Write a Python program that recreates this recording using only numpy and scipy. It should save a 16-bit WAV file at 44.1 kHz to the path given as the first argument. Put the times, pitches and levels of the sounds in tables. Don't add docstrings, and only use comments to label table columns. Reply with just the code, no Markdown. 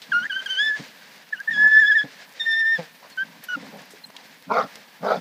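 import sys
import numpy as np
from scipy import signal
from scipy.fft import rfft, irfft
from scipy.io import wavfile
from scipy.ndimage import uniform_filter1d

SR = 44100
rng = np.random.default_rng(int(sys.argv[2]) if len(sys.argv) > 2 else 0)


def unload_wav(signal):
    wavfile.write(
        sys.argv[1],
        SR,
        np.round(np.clip(np.atleast_2d(signal).T, -1, 1) * 32767).astype(np.int16),
    )


N = 229626
T = np.arange(N) / SR
TAPS = 4096
HZ = np.fft.rfftfreq(TAPS, 1 / SR)

# (frequency [Hz], level [dB])
CHEST = [(70, -38.5), (115, -10.5), (165, 2.5), (275, 3), (345, -12), (600, -57)]


def amp(db):
    return 10 ** (np.asarray(db) / 20)


def unit(x):
    return x / np.sqrt(np.mean(x ** 2) + 1e-20)


def noise():
    return rng.standard_normal(N)


def wander(rate_hz):
    lowpass = signal.butter(3, rate_hz, fs=SR, output="sos")
    return unit(signal.sosfilt(lowpass, noise()))


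def shiver(rate_hz):
    band = signal.butter(2, [rate_hz / 2, rate_hz * 2], "bandpass", fs=SR, output="sos")
    return unit(signal.sosfilt(band, noise()))


def swell(start, length, rise, fall):
    before = np.minimum(T - start, 0)
    after = np.maximum(T - start - length, 0)
    return np.exp(-(before / rise) ** 2 - after / fall)


def follow(rows, fade=0.012):
    times, *columns = np.transpose(rows)
    to_nearest_end = np.minimum(T - times[0], times[-1] - T)
    gate = np.clip(to_nearest_end / fade + .5, 0, 1)
    return [gate] + [np.interp(T, times, column) for column in columns]


def colour(x, points):
    hz, db = np.transpose(points)
    log_gain = np.log(amp(np.interp(np.log(HZ + 1), np.log(hz), db)))
    cepstrum = irfft(log_gain)
    taps = irfft(np.exp(rfft(2 * cepstrum * (np.arange(TAPS) < TAPS // 2))))
    return unit(signal.oaconvolve(x, unit(taps))[:N])


def resonate(x, hz, width):
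    turn = np.exp(2j * np.pi * np.cumsum(hz * np.ones(len(x))) / SR)
    r = np.exp(-np.pi * width / SR)
    smooth = signal.lfilter([1 - r], [1, -r], x / turn + 1e-18)
    return 2 * (turn * smooth).real


def formant(x, hz, width):
    return unit(resonate(resonate(resonate(x, hz, width), hz, width), hz, width))


def folds(pitch_hz, rough, jitter, shimmer_db):
    rough = np.clip(rough, 0, 1)
    turns = np.cumsum(pitch_hz * (1 + jitter * rough * shiver(70))) / SR
    pulses = unit(np.diff(np.floor(turns), prepend=0) - pitch_hz / SR)
    puffs = unit((.3 + np.exp(-(turns % 1) / .35)) * noise())
    drive = ((1 - rough) * pulses + rough * puffs) * amp(shimmer_db * rough * shiver(95))
    return drive / np.sqrt(uniform_filter1d(drive ** 2, size=1100))


def leaves():
    # (start [s], length [s], level [dB])
    scuffles = [(0.095, 0.28, -49), (0.447, 0.28, -45), (0.772, 0.071, -41.5), (0.917, 0.27, -52),
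                (1.525, 0.48, -48), (2.1, .12, -48.5), (2.38, 0.2, -47.5), (2.756, 0.085, -45.5),
                (3.053, 0.06, -53.5), (3.205, 0.11, -54), (3.45, 0.25, -49), (3.805, 0.089, -52),
                (4.188, 0.19, -51.5), (4.615, 0.16, -49.5), (5.063, 0.092, -47)]
    # (frequency [Hz], level [dB])
    leaf_tone = [(120, -24.5), (200, -18), (330, -15), (500, -7), (1000, -12), (1350, -11), (1650, -3),
                 (2270, -6.5), (2700, -9), (3400, -10), (4800, -11), (6800, -19.5), (9500, -29),
                 (12400, -65.5)]
    # (frequency [Hz], level [dB])
    crisp_tone = [(5000, -36.5), (7500, -8.5), (10000, -3.5), (12500, -1), (15500, 0.5)]
    stir_db, stir_swing_db = -52, 1.47
    crisp_db, crisp_swing_db = -59, 1.5
    ticks_per_s = 600
    power = amp(stir_db) ** 2
    for start, length, db in scuffles:
        power = power + (amp(db) * swell(start, length, rise=.035, fall=.045)) ** 2
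    stir = np.sqrt(power) * amp(stir_swing_db * wander(17))
    tick_size = amp(3.5 * np.minimum(rng.exponential(1, N), 3.5))
    ticks = np.sign(noise()) * (rng.random(N) < ticks_per_s / SR) * tick_size
    grain = rng.standard_normal(120) * np.exp(-np.arange(120) / 30)
    crackle = unit(signal.oaconvolve(ticks, grain)[:N])
    body = stir * colour(noise() + 0.14 * crackle, leaf_tone)
    crisp = colour(noise() + 0.33 * crackle, crisp_tone)
    return body + amp(crisp_db + crisp_swing_db * wander(8.9)) * crisp


def twigs():
    ticks_per_s, level_db, decay_s = 10, -69, .0012
    tick_size = amp(4 * np.minimum(rng.exponential(1, N), 3))
    ticks = (rng.random(N) < ticks_per_s / SR) * tick_size
    bursts = signal.lfilter([1], [1, -np.exp(-1 / (decay_s * SR))], ticks)
    return amp(level_db) * unit(resonate(bursts * noise(), 4500, 5000))


def snaps():
    # (start [s], level [dB], centre [Hz], width [Hz], decay [s])
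    cracks = [(.018, -38, 3480, 2500, 0.019), (0.46, -39, 4590, 5000, 0.003),
              (0.825, -41.5, 4000, 5000, 0.0029), (1.402, -39, 4470, 4000, 0.002),
              (1.794, -44, 7230, 8900, .002), (3.099, -45, 4000, 7000, 0.0091),
              (3.439, -37, 12100, 4420, 0.0071), (3.44, -41.5, 2980, 4120, 0.0055),
              (3.855, -51, 12600, 6060, 0.0037), (3.906, -46.5, 5780, 6940, 0.022),
              (3.923, -51, 8000, 5930, 0.0062), (3.934, -45, 390, 248, 0.023),
              (4.1, -38.5, 670, 720, 0.0031), (4.103, -44, 2820, 4940, 0.0038),
              (4.165, -31, 3500, 1980, 0.0042), (4.756, -35, 4300, 7210, 0.0031)]
    out = np.zeros(N + SR)
    t = np.arange(SR // 10) / SR
    for start, db, hz, width, decay in cracks:
        burst = rng.standard_normal(len(t))
        crack = unit(resonate(resonate(burst, hz, width), hz, width))
        out[round(start * SR):][:len(t)] += amp(db) * crack * np.exp(-t / decay)
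    return out[:N]


def growl():
    # (start [s], length [s], chest level [dB], throat level [dB])
    grumbles = [(0.103, 0.15, -48.5, -55.5), (0.676, 0.034, -56, -75), (1.5, .06, -48, -67.5),
                (1.571, 0.04, -43.5, -45.5), (1.636, 0.034, -44.5, -39.5), (1.759, 0.1, -53.5, -77),
                (3.034, 0.035, -62, -48.5), (3.222, .18, -54.5, -57), (3.566, 0.13, -43.5, -53.5),
                (3.688, 0.14, -52, -53.5), (4.07, 0.024, -56, -63), (4.151, 0.074, -73, -53.5),
                (4.482, .02, -46, -65)]
    # (frequency [Hz], level [dB])
    growl_tone = [(300, -23.5), (400, -12), (540, -2.5), (760, 1), (960, 6), (1250, -4.5), (1600, -18),
                  (3000, -61)]
    mutter_chest_db, mutter_throat_db, mutter_swing_db = -62.5, -62, -1.5
    chest = amp(mutter_chest_db + mutter_swing_db * wander(21))
    throat = amp(mutter_throat_db + mutter_swing_db * wander(10))
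    for start, length, chest_db, throat_db in grumbles:
        bout = swell(start, length, rise=.015, fall=.018)
        chest = np.maximum(chest, amp(chest_db) * bout)
        throat = np.maximum(throat, amp(throat_db) * bout)
    drive = folds(105, rough=.7, jitter=.25, shimmer_db=3)
    return chest * colour(drive, CHEST) + throat * colour(drive, growl_tone)


def huffs():
    # (peak time [s], rise [s], decay [s], level [dB], throat against chest [dB],
    # pitch at the peak [Hz], roughness [0-1])
    puffs = np.array([(0.803, 0.01, 0.016, -33, -9.5, 144.5, 0.31),
                      (2.049, .011, 0.014, -34, -6, 142.1, 0.3),
                      (2.796, 0.0094, 0.016, -26.5, 2.5, 170.9, 0.17),
                      (3.575, 0.0051, 0.013, -34, -10, 263.3, 0), (3.651, 0.048, 0.028, -44, 0, 201.6, 0.5),
                      (3.741, 0.013, 0.054, -41, 4, 210, 0.5), (4.784, 0.024, 0.015, -49.5, 7, 207.7, 0.4)])
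    # (frequency [Hz], level [dB])
    throat_tone = [(330, -50), (420, 1.5), (520, 9.5), (650, 0.5), (780, 4.5), (1000, -8.5), (1600, -15),
                   (2200, -11), (3000, -21.5), (5000, -20.5), (9000, -56.5), (14000, -70.5)]
    halfway = (puffs[1:, 0] + puffs[:-1, 0]) / 2
    nearest = np.searchsorted(halfway, T)
    peak, rise, decay, db, throat_db, pitch_hz, rough = puffs[nearest].T
    sag = 1 - 3 * np.clip(T - peak, -.03, .03)
    drive = folds(pitch_hz * sag, rough, jitter=.2, shimmer_db=4)
    loudness = np.exp(-(np.minimum(T - peak, 0) / rise) ** 2 - np.maximum(T - peak, 0) / decay)
    voiced = colour(drive, CHEST) + amp(throat_db) * colour(drive, throat_tone)
    return amp(db) * loudness * voiced / np.hypot(1, amp(throat_db))


def harsh_cry(rows, top_hz, closed_hz, open_hz, third_start_hz, third_end_hz, third_db, rasp_db):
    # (frequency [Hz], level [dB])
    cry_tone = [(280, -38), (350, -8), (410, 9), (520, 13.5), (640, 15), (800, 12), (1050, 0), (1400, 12),
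                (2000, -41)]
    # (average centre [Hz], width [Hz], level within the rasp [dB])
    rasp_bands = [(3670, 300, 7), (4220, 2500, 10), (4980, 340, 6), (5550, 710, -6)]
    pitch_arch = .2
    rough_start, rough_end = 0.43, 0.72
    mouth_opens_s = 0.083
    chest_db, chest_dip_db = -34.5, -8
    rasp_late, rasp_ragged_db = 1.17, 1.5
    rasp_drift = 0.086
    gate, effort_db, mouth_db = follow(rows, fade=0.043)
    start, end = rows[0][0], rows[-1][0]
    u = np.clip((T - start) / (end - start), 0, 1)
    arch = np.sin(np.pi * u)
    late = abs(np.sin(np.pi * u ** rasp_late))
    pitch_hz = top_hz * (1 - pitch_arch + pitch_arch * np.sin(np.pi * u ** 0.66))
    drive = folds(pitch_hz, rough_start + (rough_end - rough_start) * u, jitter=.17, shimmer_db=3.5)
    opening = np.clip((T - start) / mouth_opens_s, 0, 1) ** 2
    mouth_hz = closed_hz + (open_hz - closed_hz) * opening
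    third_hz = third_start_hz + (third_end_hz - third_start_hz) * u
    throat = amp(effort_db) * colour(drive, cry_tone)
    chest = amp(chest_db + chest_dip_db * arch ** 2) * colour(drive, CHEST)
    mouth = amp(mouth_db + 4.6) * formant(drive, mouth_hz, 310)
    third = amp(third_db) * arch * formant(drive, third_hz, 560)
    rasp = np.zeros(N)
    for hz, width, db in rasp_bands:
        rasp += amp(db) * formant(drive, hz * (1 + rasp_drift * wander(26)), width)
    rasp = amp(rasp_db + rasp_ragged_db * shiver(38)) * late * unit(rasp)
    return gate * (throat + chest + mouth + third + rasp)


def harsh_cries():
    # (time [s], effort [dB], mouth resonance before a boost of 4.6 dB [dB])
    cries = [
        [(4.493, -39, -51), (4.511, -24, -25.5), (4.523, -25, -25.5), (4.553, -23, -44), (4.585, -18.5, -27),
         (4.625, -28.5, -35), (4.645, -36, -66), (4.66, -36, -46)],
        [(5.022, -42, -49), (5.032, -30, -40), (5.046, -24.5, -35.5), (5.11, -19.5, -25), (5.134, -21.5, -28.5),
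         (5.158, -26, -36.5), (5.174, -33, -49), (5.2, -42, -52)],
    ]
    # (top pitch [Hz], mouth resonance at the start [Hz], when open [Hz],
    # third resonance at the start [Hz], at the end [Hz], its peak level [dB], rasp peak level [dB])
    cry_voices = [(230.9, 903, 1120, 2410, 1700, -36, -41.5), (208.3, 1368, 1320, 2130, 2400, -46, -41.5)]
    return sum(harsh_cry(rows, *voice) for rows, voice in zip(cries, cry_voices))


def squeaks():
    # (start [s], length [s], start pitch [Hz], middle pitch [Hz], end pitch [Hz], level [dB])
    thin_whistles = [(3.112, 0.033, 4450, 4360, 4100, -49), (4.037, 0.017, 4230, 4127, 4080, -36.5),
                     (4.056, 0.025, 7950, 8000, 8400, -53.5)]
    out = np.zeros(N)
    for start, length, start_hz, middle_hz, end_hz, db in thin_whistles:
        u = np.clip((T - start) / length, 0, 1)
        hz = np.interp(u, [0, .5, 1], [start_hz, middle_hz, end_hz]) * (1 + 0.0105 * wander(430))
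        out += amp(db) * np.sin(np.pi * u) * np.sin(2 * np.pi * np.cumsum(hz) / SR)
    return np.sqrt(2) * out


def whines():
    # (time [s], pitch [Hz], whistle level [dB], level of its octave [dB])
    whine_curves = [
        [(0.12, 1650, -18.5, -39.5), (0.136, 1382, -21, -36), (0.158, 1430, -16, -36),
         (0.172, 1426, -18.5, -43), (0.222, 1446, -30, -45), (0.232, 1523, -30.5, -37),
         (0.248, 1650, -29.5, -54), (0.269, 1820, -25.5, -72)],
        [(0.298, 1668, -25, -42.5), (0.32, 1491, -29, -33), (0.35, 1520, -37, -32.5), (0.362, 1559, -23, -32.5),
         (0.404, 1550, -37.5, -36.5), (0.43, 1562, -36, -61)],
        [(0.461, 1633, -24, -30), (0.467, 1600, -27, -30), (0.481, 1435, -45, -43.5), (0.507, 1565, -31.5, -24),
         (0.559, 1499, -39, -31.5), (0.583, 1573, -26.5, -23), (0.599, 1665, -18, -24.5),
         (0.643, 1748, -24.5, -27), (0.685, 1743, -21, -30.5), (0.719, 1700, -22.5, -61),
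         (0.753, 1738, -27.5, -49), (0.775, 1669, -34, -56)],
        [(1.327, 1740, -27, -69), (1.333, 1750, -20, -70), (1.361, 1491, -45.5, -57), (1.377, 1432, -52.5, -44),
         (1.409, 1633, -29.5, -70), (1.419, 1643, -38, -76)],
        [(1.477, 1770, -21.5, -53.5), (1.489, 1774, -18, -60.5), (1.501, 1837, -24.5, -54)],
        [(1.509, 1791, -18.5, -49), (1.515, 1862, -23, -49), (1.547, 1671, -28.5, -35),
         (1.599, 1707, -16, -41.5), (1.665, 1725, -10.5, -50.5), (1.705, 1735, -21, -47),
         (1.715, 1734, -16, -41), (1.775, 1731, -8.5, -39), (1.801, 1787, -14, -38), (1.845, 1662, -14.5, -42),
         (1.875, 1724, -20.5, -25.5), (1.903, 1745, -14.5, -43), (1.921, 1666, -12, -31.5),
         (1.949, 1712, -23, -57), (1.957, 1845, -16.5, -41), (1.971, 1762, -12, -49),
         (1.987, 1695, -19.5, -28.5), (2.009, 1689, -20, -32), (2.023, 1744, -30, -50.5),
         (2.034, 1684, -26, -37)],
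        [(2.398, 1848, -34, -26), (2.418, 1806, -27.5, -25), (2.44, 1810, -52, -32),
         (2.468, 1816, -19.5, -44.5), (2.53, 1788, -21.5, -26), (2.576, 1806, -21.5, -37),
         (2.6, 1815, -19.5, -32), (2.642, 1771, -20, -52.5), (2.67, 1798, -19, -40.5),
         (2.744, 1818, -18.5, -42.5), (2.775, 1700, -31, -38.5)],
        [(3.174, 1542, -32, -55), (3.184, 1520, -25, -37.5), (3.222, 1582, -22.5, -42.5),
         (3.236, 1580, -28.5, -51)],
        [(3.487, 1477, -28.5, -36), (3.495, 1473, -31, -41.5), (3.539, 1462, -26, -41), (3.558, 1358, -24, -43)],
    ]
    # (third harmonic [dB], fourth harmonic [dB], roughness at the end [0-1],
    # unsteadiness [0-1]); the harmonic levels hold at the usual whistle and octave levels below
    whine_voices = [(-49.5, -49.5, 1, 0.8), (-50.5, -63, 0.3, 1), (-45.5, -54.5, 0.1, 0.73),
                    (-57.5, -59, 0.2, .5), (-65.5, -71.5, .05, .3), (-48, -56, .5, 0.78),
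                    (-44.5, -59.5, 0.1, 0.38), (-55, -62, 0.2, 0.15), (-68, -52, 0.14, 0.8)]
    # (frequency [Hz], level [dB])
    overtones = [(6800, -11), (7800, -32), (9000, -12.5), (10300, -21.5), (13000, -30)]
    steady_db, breakup_db = -25, 30.5
    glide_hz_per_s = 82000
    break_s = 0.029
    wobble, flutter_db, flicker_db = 0.0049, 2.04, 4
    dropout_db, dropout_hz = 4, 18
    usual_whistle_db, usual_octave_db = -23.5, -31.5
    third_follows_whistle, upper_follows_octave = 0.52, 0.49

    gates = np.array([follow([row[:1] for row in rows], fade=0.008)[0] for rows in whine_curves])
    current = gates.argmax(axis=0)
    third_db, fourth_db, end_rough, unsteady = np.transpose(whine_voices)[:, current]
    _, hz, whistle_db, octave_db = follow(np.vstack(whine_curves))

    weak = np.clip((steady_db - np.maximum(whistle_db, octave_db)) / breakup_db, 0, 1)
    glide = uniform_filter1d(abs(np.gradient(hz)) * SR, size=400) / glide_hz_per_s
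    left_s = np.array([rows[-1][0] for rows in whine_curves])[current] - T
    rough = np.clip(weak + glide + end_rough * np.exp(-(left_s / break_s) ** 2), 0, 1)
    jitter = rough * (.011 * shiver(110) + .006 * shiver(450))
    phase = 2 * np.pi * np.cumsum(hz * (1 + wobble * unsteady * shiver(29) + jitter)) / SR

    bright_db = upper_follows_octave * (octave_db - usual_octave_db)
    push_db = third_follows_whistle * (whistle_db - usual_whistle_db)
    third_db = third_db + bright_db + push_db + dropout_db * unsteady * wander(dropout_hz)
    fourth_db = fourth_db + bright_db + dropout_db * unsteady * wander(dropout_hz)
    voice = np.zeros(N)
    for count, db in enumerate([whistle_db, octave_db, third_db, fourth_db], 1):
        depth_db = np.interp(count, [1, 5], [flutter_db, flicker_db])
        unsteady_db = unsteady * depth_db * shiver(30)
        tremble_db = 3 * rough * shiver(120)
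        voice += amp(db + unsteady_db + tremble_db) * np.sin(count * phase)
    for count in range(5, 8):
        db = np.interp(count * hz, *np.transpose(overtones))
        voice += amp((third_db + fourth_db) / 2 + db + 4 * wander(25)) * np.sin(count * phase)
    smooth_gate = np.sin(gates.sum(axis=0) * np.pi / 2) ** 2
    return np.sqrt(2) * smooth_gate * voice


def brush(x, t60):
    t = np.arange(SR) / SR
    hits = (rng.random(len(t)) < 2000 / SR) * (t > .008)
    taps = rng.standard_normal(len(t)) * hits * amp(-60 * t / t60)
    return signal.fftconvolve(x, taps / np.linalg.norm(taps))[:N]


def scene():
    near = twigs() + snaps() + growl() + huffs() + harsh_cries() + squeaks() + whines()
    echo = amp(-29) * brush(near, t60=.3) + amp(-33) * brush(near, t60=1.3)
    return (leaves() + near + echo)[None]


def record(dry):
    edge_hz = 15500
    thin = signal.sosfilt(signal.butter(2, 90, "highpass", fs=SR, output="sos"), dry)
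    band_limit = signal.firwin(511, edge_hz, window=("kaiser", 9), fs=SR)
    return signal.oaconvolve(thin, band_limit[None], "same")


dry = scene()
out = record(dry)
unload_wav(out)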